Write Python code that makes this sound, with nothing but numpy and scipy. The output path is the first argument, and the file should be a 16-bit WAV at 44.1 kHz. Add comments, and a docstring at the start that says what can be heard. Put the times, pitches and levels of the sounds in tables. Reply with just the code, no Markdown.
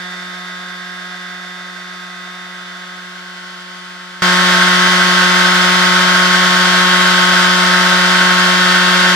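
"""A handheld orbital sander runs free at full speed, close by, its pad nearly edge-on and the volume low.
Cooling air rushes through the housing, bearings and fan buzz, and the eccentric weight hums once a turn.
Over the first seconds the tool settles back in the hand and is slowly turned; each harmonic of the shaft
has its own directivity, so the colour shifts. After about four seconds the volume jumps to full,
and the sander runs on until its pad faces us."""
import sys
import numpy as np
from scipy import signal
from scipy.fft import rfft, irfft
from scipy.io import wavfile

SR = 44100
rng = np.random.default_rng(int(sys.argv[2]) if len(sys.argv) > 2 else 0)


def to_wav(s):
    """Save 16-bit WAV."""
    ch = np.atleast_2d(s).T  # columns
    pcm = np.round(np.clip(ch, -1, 1) * 32767)  # PCM
    wavfile.write(sys.argv[1], SR, pcm.astype(np.int16))


N = 403511
SHAFT_HZ = 180.5  # turns per second at the start


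def amp(db):
    """Amplitude ratio of a level in decibels."""
    return 10 ** (np.asarray(db) / 20)


def spectrum_at(rows, hz, column=1):
    """Interpolation of one table column on a logarithmic frequency axis."""
    table = np.transpose(rows)
    return np.interp(np.log(hz + 1), np.log(table[0] + 1), table[column])


def resonance_db(modes, hz):
    """Resonance: each mode adds a bell-shaped peak or dip to the level."""
    return sum(db / (1 + (2 * (hz - centre) / width) ** 2) for centre, width, db in modes)


def drift(rate_hz, size=2048):
    """Low-pass random fluctuation of rms 1, with little above the given rate."""
    hz = np.arange(size // 2 + 1) * SR / N
    slow = irfft(rfft(rng.standard_normal(size)) * (hz > 0) / (1 + (hz / rate_hz) ** 2))
    return np.interp(np.linspace(0, size - 1, N), np.arange(size), slow / slow.std())


def ear_gains(balance_db, lead_rad=0):
    """Interaural level and phase differences, as complex left and right gains of mean power 1."""
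    left = amp(balance_db / 2) * np.exp(.5j * lead_rad)
    pair = np.array([left, 1 / left])
    return pair / np.sqrt(np.mean(abs(pair) ** 2, axis=0))


def early_reflections(wet_db=-14, first_s=.004, last_s=.025, count=8):
    """Interference: echoes from floor, walls and hands ripple the spectrum."""
    taps = np.zeros(N)
    strengths = rng.choice([-1, 1], count) / np.sqrt(count)
    taps[(SR * rng.uniform(first_s, last_s, count)).astype(int)] = strengths
    return (1 + amp(wet_db) * rfft(taps)) / np.hypot(1, amp(wet_db))


# Spectral density of the fan's turbulence: frequency_hz, level_db
TURBULENCE = [(25, -82.1), (60, -78), (130, -70.5), (230, -64.5), (262, -73), (310, -61.5), (460, -66),
              (560, -58.5), (950, -59.5), (2650, -59.5), (5200, -56.5), (7500, -64.5), (10500, -73.0),
              (15400, -82.5)]
# Air resonances and dips of housing and dust port: centre_hz, width_hz, gain_db
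HOUSING_MODES = [(670, 163, 5), (1050, 140, 4.5), (1313, 188, 11.5), (1450, 63, 3.5), (1546, 208, 16.0),
                 (1723, 205, 2), (2060, 547, 11.1), (3336, 770, 7), (3913, 285, 2), (4720, 580, 1.5),
                 (5731, 250, -1.5), (8600, 710, 1.7)]
# Resonances and dips of the side vents, heard edge-on: centre_hz, width_hz, gain_db
VENT_MODES = [(412, 60, 6.5), (720, 58, 6), (1261, 90, -7), (1941, 140, 6), (4538, 592, -3),
              (4890, 469, 2.5)]
# The rush at the two ears (balance is left minus right):
# frequency_hz, coherence_ratio, left_lead_rad, edge_on_balance_db, facing_balance_db
INTERAURAL = [(100, .82, .15, 2, .8), (350, 0.93, -0.14, 2.5, 5), (694, 0.92, -.1, 3, 1),
              (1130, 0.6, -0.49, -1, 3), (1300, 0.78, 0.21, 5, -2.5), (1530, 0.82, 0.037, -9, -2),
              (2000, 0.7, 0.5, -4, -1.5), (2740, 0.2, 1.5, -2.2, -0.5), (3400, 0.38, 1.04, -4, 1),
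              (5000, 0.31, 0.93, 0, 2), (8000, 0, .7, -0.5, 1.5), (12000, 0, 1, .8, 2)]


def air_rush(angle, turn, pulse_depth=0.038, gust_db=0.47, gust_hz=14):
    """Source and filter: fan turbulence, pulsing slightly each revolution, excites the housing's modes."""
    hz = np.fft.rfftfreq(N, 1 / SR)
    coherence, lead, edge_db, facing_db = (spectrum_at(INTERAURAL, hz, column) for column in (1, 2, 3, 4))
    noise = rng.standard_normal((2, N)) * (1 + pulse_depth * np.cos(angle))
    left, independent = rfft(noise) * np.sqrt(SR / 2)
    right = coherence * left + np.sqrt(1 - coherence ** 2) * independent
    rush = np.array([left, right]) * amp(spectrum_at(TURBULENCE, hz) + resonance_db(HOUSING_MODES, hz))
    vents = amp(resonance_db(VENT_MODES, hz))
    # each pose has its own echoes and its own balance between the ears
    edge_on = irfft(rush * early_reflections() * ear_gains(edge_db, lead) * vents, N)
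    facing = irfft(rush * early_reflections() * ear_gains(facing_db, lead), N)
    return ((1 - turn) * edge_on + turn * facing) * amp(gust_db * drift(gust_hz))


# Spectral envelope of the high shaft harmonics: frequency_hz, level_db
BUZZ_ENVELOPE = [(5000, -35.5), (6300, -41), (7300, -49), (8300, -46.5), (9200, -53), (11000, -56),
                 (13000, -56), (15500, -66)]


def bearing_buzz(angle, waver_db=3.5, waver_hz=0.45, scatter_rad=1.64, last_order=85):
    """Decorrelation: the bearing tick's short waves reach each ear with their own strength and phase."""
    out = np.zeros((2, N))
    for order in range(len(FACING_HARMONICS) + 1, last_order + 1):
        for ear in out:
            level_db = spectrum_at(BUZZ_ENVELOPE, order * SHAFT_HZ) + waver_db * drift(waver_hz)
            ear += amp(level_db) * np.cos(order * angle + scatter_rad * rng.standard_normal())
    return out


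# Low shaft harmonics with the pad edge-on: order, level_db, balance_db, left_lead_rad
EDGE_ON_HARMONICS = [(1, -15.5, -0.5, 0.1), (2, -24.5, 7, -0.5), (3, -33.5, 6, -6), (4, -23.5, -2, 0),
                     (5, -28, 6, 0.4), (6, -21, -1, 1.33), (7, -16.5, 4, 0.48), (8, -25.5, -2, 1),
                     (9, -14, -6, 0.4), (10, -12.5, -10, 3.5), (11, -15, -5, -1.5), (12, -25.5, -8, 1.5),
                     (13, -34, -3.5, 3), (14, -29.5, 0, 0.5), (15, -33, 8, 2), (16, -25.5, -8, 2.1),
                     (17, -26, -5, 4.5), (18, -39, 0, -2.5), (19, -23, -5, 0), (20, -17.5, 8, 0.4),
                     (21, -27, 12.6, 11), (22, -31, 1.3, -5.5), (23, -34, 6.4, 0), (24, -31, -1, -11.5),
                     (25, -30, -1, -1), (26, -29, -13, 1), (27, -37, -4.8, -0.5)]
# The same harmonics with the pad facing us: order, level_db, balance_db, left_lead_rad
FACING_HARMONICS = [(1, -18, 3.5, 0.4), (2, -25.5, 6.1, 0.42), (3, -30.5, 3, 0.05), (4, -39, 4, 1),
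                    (5, -24.5, -1, 0.14), (6, -19.5, 1.5, -0.7), (7, -20, 25, -2.5), (8, -23.5, -19, 0.84),
                    (9, -21.5, -3, 2.5), (10, -24, 0, 0.5), (11, -28.5, -7.9, 0.3), (12, -28.5, 7, 3.1),
                    (13, -32, 1, 1.5), (14, -31, -12, 2), (15, -28.5, 3, 1), (16, -29, -9, -2),
                    (17, -20.5, 10.5, 2.5), (18, -24, 7, -2), (19, -28, 8, 0.4), (20, -28.5, 8, -1),
                    (21, -27, 9, 2.5), (22, -36, 4, 4), (23, -29.5, -8, 2), (24, -31.5, 8, 0.7),
                    (25, -31.5, 5.3, 0.5), (26, -29, -4, 2.5), (27, -31, 8, 1.7)]


def shaft_hum(angle, turn, waver_db=1.5, waver_hz=0.9, flutter_depth=0.085, flutter_hz=18,
              scatter_rad=1.3, blades=20, beam_turn=0.61):
    """Directivity: each harmonic of weight and fan beams its own way, so turning changes the colour."""
    out = np.zeros((2, N))
    for edge_on, facing in zip(EDGE_ON_HARMONICS, FACING_HARMONICS):
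        order, edge_db, edge_balance_db, edge_lead = edge_on
        _, facing_db, facing_balance_db, facing_lead = facing
        pose, unsteadiness = turn, min(order / 10, 1)  # the lowest orders are the steadiest
        if order == blades:  # the firm blade whistle leaves the vents in a beam that misses us past beam_turn
            pose, unsteadiness = 1 - np.exp(-(turn / beam_turn) ** 4), .4
        edge_gain = amp(edge_db) * abs(ear_gains(edge_balance_db))
        facing_gain = amp(facing_db) * abs(ear_gains(facing_balance_db))
        gain = np.outer(edge_gain, 1 - pose) + np.outer(facing_gain, pose)
        lead = edge_lead + pose * np.angle(np.exp(1j * (facing_lead - edge_lead)))  # the shorter way round
        waver = amp(unsteadiness * waver_db * drift(waver_hz))
        flutter = 1 + unsteadiness * flutter_depth * drift(flutter_hz)
        # higher orders scatter less in phase and bunch into a tick each revolution
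        phase = order * angle + scatter_rad * blades / order * rng.standard_normal()
        out += gain * waver * flutter * np.cos(phase + np.outer([.5, -.5], lead))
    return out


def shaft_angle(creep_hz_per_s=.11, wander_hz=.12, wander_rate_hz=.6, jitter_hz=0.062, jitter_rate_hz=12):
    """Phase is the integral of speed, which creeps up as the motor warms, wanders and trembles."""
    speed_hz = SHAFT_HZ + creep_hz_per_s * np.arange(N) / SR
    speed_hz += wander_hz * drift(wander_rate_hz) + jitter_hz * drift(jitter_rate_hz)
    return 2 * np.pi * np.cumsum(speed_hz) / SR


# How far the pad is turned, from 0 edge-on to 1 facing us: time_s, turn_fraction
PAD_TURN = [(0, 0.21), (1.0, 0.26), (2.0, 0.3), (2.7, 0.48), (3.3, 0.75), (4.2, 0.87), (5.5, 0.91),
            (9.15, 1)]


def scene(motor_db=-0.74, motor_turn_db=1.0, air_db=-0.13, air_turn_db=-0.2, near_db=4, settle_s=1.4):
    """Superposition: one shaft drives every layer, and the pad's turn sets their colour and balance."""
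    time_s = np.arange(N) / SR
    turn = np.interp(time_s, *np.transpose(PAD_TURN))
    angle = shaft_angle()
    motor = amp(motor_db + motor_turn_db * turn) * (shaft_hum(angle, turn) + bearing_buzz(angle))
    rush = amp(air_db + air_turn_db * turn) * air_rush(angle, turn)
    nearness = amp(near_db * np.exp(-time_s / settle_s))  # the tool starts closer and settles back
    return nearness * (rush + motor)


def record(dry, quiet_db=-21.5, jump_s=4.2209, cutoff_hz=15730):
    """Gain, clipping and band limit: the volume jumps to full, the highest peaks clip, the top is cut."""
    volume = np.where(np.arange(N) < jump_s * SR, amp(quiet_db), 1)
    low_pass = signal.firwin(1023, cutoff_hz, window=("kaiser", 9), fs=SR)
    return signal.oaconvolve(np.clip(dry * volume, -1, 1), low_pass[None], "same")


dry = scene()
out = record(dry)
to_wav(out)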